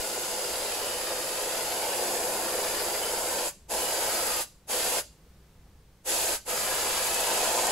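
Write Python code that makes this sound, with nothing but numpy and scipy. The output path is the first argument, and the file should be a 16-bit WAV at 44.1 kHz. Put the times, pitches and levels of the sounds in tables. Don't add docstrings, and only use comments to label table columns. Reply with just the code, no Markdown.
import sys
import numpy as np
from scipy import signal
from scipy.fft import rfft, irfft
from scipy.io import wavfile
from scipy.ndimage import uniform_filter1d

SR = 44100
rng = np.random.default_rng(int(sys.argv[2]) if len(sys.argv) > 2 else 0)


def dump(signal):
    limited = np.clip(np.atleast_2d(signal).T, -1, 1)
    pcm = np.round(limited * 32767).astype(np.int16)
    wavfile.write(sys.argv[1], SR, pcm)


N = 340011
T = np.arange(N) / SR
F = np.fft.rfftfreq(N, 1 / SR) + 1e-6


def undb(db):
    return 10 ** (np.asarray(db) / 20)


def unit(x):
    return x / np.sqrt(np.mean(x ** 2))


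def noise():
    return rng.standard_normal(N)


def drift(rate_hz):
    hold = int(SR / rate_hz)
    steps = np.repeat(rng.standard_normal(N // hold + 1), hold)
    return unit(uniform_filter1d(uniform_filter1d(steps, hold), hold)[:N])


def curve(table, column=1):
    rows = np.array(table)
    return np.interp(np.log(F), np.log(rows[:, 0]), rows[:, column])


def resonance(hz, width_hz):
    return 1 / (1 + 1j * (F ** 2 - hz ** 2) / (F * width_hz))


def band(spectra, hz, width_hz):
    return unit(irfft(spectra * resonance(hz, width_hz) ** 2, N))


def crossover(spectra, hz, low_db, high_db):
    low = 1 / (1 + (F / hz) ** 8)
    below, above = unit(irfft(spectra * low, N)), unit(irfft(spectra * (1 - low), N))
    return undb(low_db) * below + undb(high_db) * above


# f/Hz, direct sound, diffuse sound
COHERENCE = [(60, 1, 1), (394, 1, 0.98), (655, 0.97, 0.89), (1300, 0.71, 0.8), (2400, 0.48, 0.57),
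             (5050, 0.25, 0.39), (7550, 0.71, .4), (15000, 0.87, 0.25)]
def pair(source=noise, diffuse=False):
    alike = np.clip(curve(COHERENCE, 2 if diffuse else 1), 0, 1)
    mid = rfft(source()) * np.sqrt(1 + alike)
    side = rfft(source()) * np.sqrt(1 - alike)
    return np.array([mid + side, mid - side])


# opening t/s, closing t/s, rise time/s, fall time/s
PRESS_TIMES = [(-.1, 3.47, .05, .065), (3.674, 4.405, .05, .065), (4.66, 4.984, .06, .055),
               (6.032, 6.333, .065, .08), (6.435, 7.8, .075, .05)]
def valve(fall_share=1):
    ease = lambda u: np.sin(np.pi / 2 * np.clip(u, 0, 1)) ** 2
    return sum(ease((T - on) / rise) * ease(1 + (off - T) / (fall_share * fall))
               for on, off, rise, fall in PRESS_TIMES)


# f/Hz, relative level/dB
HISS_SPECTRUM = [(4500, -45), (5600, -7.5), (7000, -2), (8100, -1.5), (9000, -2.5), (9600, 0),
                 (11000, -4.5), (12500, -8.5), (14000, -15), (16000, -16)]
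def hiss(low_db, high_db, lag_s=0.0002197, phase_rad=3.06, patchy_db=0.56):
    spectra = pair() * undb(curve(HISS_SPECTRUM))
    spectra[0] *= np.exp(-1j * (2 * np.pi * F * lag_s + phase_rad))
    return crossover(spectra, 9130, low_db, high_db) * undb(patchy_db * drift(300))


# f/Hz, relative level/dB
JET_SPECTRUM = [(120, -11), (300, -9.5), (1100, -2.5), (1600, -0.5), (2000, -3), (2700, 0), (3600, -1.5),
                (4300, -1), (5500, -4.5), (7000, -21.5)]
def jet(low_db, high_db, tube_db, patchy_db=1.0):
    turbulence = crossover(pair() * undb(curve(JET_SPECTRUM)), 2210, low_db, high_db)
    tube = band(pair(), hz=4850, width_hz=620)
    return (turbulence + undb(tube_db) * tube) * undb(patchy_db * drift(200))


# f/Hz, bandwidth/Hz, relative level/dB
CAVITY_MODES = [(207.4, 30, -17.5), (351.4, 27, -6), (417.5, 20.3, -4.5), (496, 31, 1.5), (554, 61, -2.5),
                (649, 51, -1.5), (734, 45, -3.5), (840, 81, -4.5), (931, 32, -4), (1008, 25, -5.5)]
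def froth(low_db, high_db, scatter_db=2.0, sputter_db=0.05):
    pockets = lambda: noise() * undb(scatter_db * drift(900))
    modes = sum((-1) ** k * undb(db) * resonance(hz, width)
                for k, (hz, width, db) in enumerate(CAVITY_MODES))
    return crossover(pair(pockets) * modes, 713, low_db, high_db) * undb(sputter_db * drift(40))


# delay/ms, level/dB re direct sound
EARLY_REFLECTIONS = [(1.3, -13), (2.9, -14), (4.7, -13), (7.1, -13), (9.8, -14), (13.3, -14)]
def reflections(direct, sway_ms=0.207, sway_hz=2.5):
    total, power = direct.copy(), 1
    for delay_ms, db in EARLY_REFLECTIONS:
        emitted_s = T - (delay_ms + sway_ms * drift(sway_hz)) / 1000
        total += undb(db) * np.array([np.interp(emitted_s, T, port) for port in direct])
        power += undb(2 * db)
    return total / np.sqrt(power)


# f/Hz, T60/s, level/dB re direct sound
ROOM_BANDS = [(294, 0.35, -26), (745, 0.13, -11), (2040, 0.13, -13), (4970, 0.36, -13), (7850, 0.38, -15.5),
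              (13000, 0.17, -14)]
def reverberation(direct, build_s=0.038):
    centres, t = np.array(ROOM_BANDS)[:, 0], T[:SR // 2]
    response = 0
    for k, (_, t60, db) in enumerate(ROOM_BANDS):
        decay = undb(-60 * t / t60) * np.clip(t / build_s, 0, 1)
        decay /= np.sqrt(2 * np.sum(decay ** 2))
        tail = lambda: np.pad(rng.standard_normal(len(t)) * decay, (0, N - len(t)))
        share = np.interp(np.log(F), np.log(centres), np.arange(len(centres)) == k)
        response += pair(tail, diffuse=True) * undb(db) * np.sqrt(share)
    return irfft(rfft(direct.mean(axis=0)) * response, N)


# f/Hz, relative level/dB
AMBIENT_SPECTRUM = [(20, -7.5), (64, -5.5), (126, -14), (160, -10), (260, -20.5), (505, -22.5),
                    (600, -26.5), (2000, -33), (5000, -36), (12400, -40.5), (16000, -42)]
# t/s, level/dB
RUMBLE_LEVELS = [(0, -63), (.5, -59), (1.5, -62), (2.5, -61), (3.3, -57), (5.0, -62), (5.75, -56),
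                 (6.05, -59.5), (7.2, -57.5), (7.71, -57)]
def room_tone(tone_db=-61, hum_hz=58, hum_re_rumble_db=-5):
    spectra = pair(diffuse=True) * undb(curve(AMBIENT_SPECTRUM))
    rumble_db = np.interp(T, *np.transpose(RUMBLE_LEVELS))
    hum = unit(irfft(rfft(noise()) / (1 + ((F - hum_hz) / 4) ** 2), N))
    ambience = crossover(spectra, 117, rumble_db, tone_db + 0.65 * drift(3.35))
    return ambience + undb(rumble_db + hum_re_rumble_db) * hum


# centre t/s, duration/s, f/Hz, resonance width/Hz, peak level/dB
WHISTLE_NOTES = [(0.892, 0.33, 2950, 120, -46), (1.948, 0.25, 2830, 120, -46.5),
                 (3.06, 0.12, 3035, 90, -40), (3.857, 0.18, 2940, 120, -44), (7.3, 0.87, 2600, 120, -45)]
def whistles():
    rush = pair()
    return sum(undb(db) * np.exp(-(2 * (T - centre) / length) ** 2) * band(rush, hz, width)
               for centre, length, hz, width, db in WHISTLE_NOTES)


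# t/s, level/dB, f/Hz, T60/s
HAND_IMPACTS = [(5.262, -52, 484, .06)]
def knock(rise_s=0.0037):
    sound = 0
    for start, db, hz, t60 in HAND_IMPACTS:
        age = np.clip(T - start, 0, 1)
        envelope = undb(db - 60 * age / t60) * np.clip(age / rise_s, 0, 1)
        sound += envelope * np.sin(2 * np.pi * hz * T)
    return sound


def rustle(centre_s=5.65, length_s=0.4, level_db=-68.5, patchy_db=3.5):
    brush = band(pair(diffuse=True), hz=550, width_hz=700)
    swell = np.exp(-(2 * (T - centre_s) / length_s) ** 2)
    return undb(level_db + patchy_db * drift(30)) * swell * brush


# t/s, level/dB
GAS_POCKETS = [(6.28, -22), (7.048, -25), (7.068, -23), (7.143, -22), (7.203, -21), (7.269, -25),
               (7.337, -26), (7.472, -25), (7.529, -27), (7.654, -22), (7.668, -24)]
def spits(t60=0.023, rise_s=0.0009):
    puffs, t = np.zeros(N + SR), T[:SR // 20]
    for start, db in GAS_POCKETS:
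        puffs[int(start * SR):][:len(t)] += undb(db - 60 * t / t60) * np.clip(t / rise_s, 0, 1)
    return puffs[:N] * unit(irfft(pair() * undb(curve(HISS_SPECTRUM)), N))


# t/s, gas drive/dB, lower froth level/dB, upper re lower froth/dB, lower jet level/dB, top hiss level/dB
SPRAY_LEVELS = [(0, 0, -39.5, -8.5, -44.5, -38.5), (.7, 1, -39.5, -4.5, -42.5, -38),
                (1.301, 1, -39, -8, -41.5, -38.5), (1.75, 0.5, -39, -1, -41.5, -36.5),
                (2.15, 1.5, -33.5, -5.5, -41.5, -35.5), (2.7, 2.5, -37.5, -5.5, -39, -36),
                (3.45, 2.5, -37.5, -3, -42, -36), (3.75, 3.5, -37.5, -2, -42, -34.5),
                (4.15, 4, -37.5, -4, -37, -34), (4.45, 3, -41.5, -0.5, -40.5, -33.5),
                (4.95, 4.5, -37, -3, -40, -32.5), (6.1, 5, -38.5, -3, -41, -32.5),
                (6.55, 3.5, -39, -3.5, -37.5, -34.5), (6.95, 6, -41.5, 0, -38, -34),
                (7.3, 6, -38, 2, -38, -34), (7.71, 6.5, -35, 0.5, -38, -36)]
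def scene():
    times, *columns = np.transpose(SPRAY_LEVELS)
    drive_db, froth_db, upper_db, jet_db, top_db = [np.interp(T, times, c) for c in columns]
    driven_db = lambda base_db, slope: base_db + slope * drive_db + 0.92 * drift(4)
    opening = valve()
    gas = opening ** 1.7 * jet(jet_db, high_db=driven_db(-41.5, 1.12), tube_db=driven_db(-44, 0.4))
    gas += opening ** 1.38 * hiss(driven_db(-39.5, 1.06), top_db)
    spray = reflections(gas + spits()) + whistles()
    spray += valve(fall_share=0.56) ** 1.45 * froth(froth_db, froth_db + upper_db)
    return spray + reverberation(spray) + room_tone() + knock() + rustle()


# f/Hz, left minus right level/dB
PORT_BALANCE = [(700, 0), (1300, 1.5), (2400, .5), (4400, 0), (8000, -1), (15000, 0.5)]
def record(dry, cutoff_hz=15700):
    lean = undb(curve(PORT_BALANCE) / 2)
    ports = irfft(rfft(dry) * np.array([lean, 1 / lean]), N)
    return signal.sosfilt(signal.ellip(12, 0.2, 80, cutoff_hz, fs=SR, output="sos"), ports)


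dry = scene()
out = record(dry)
dump(out)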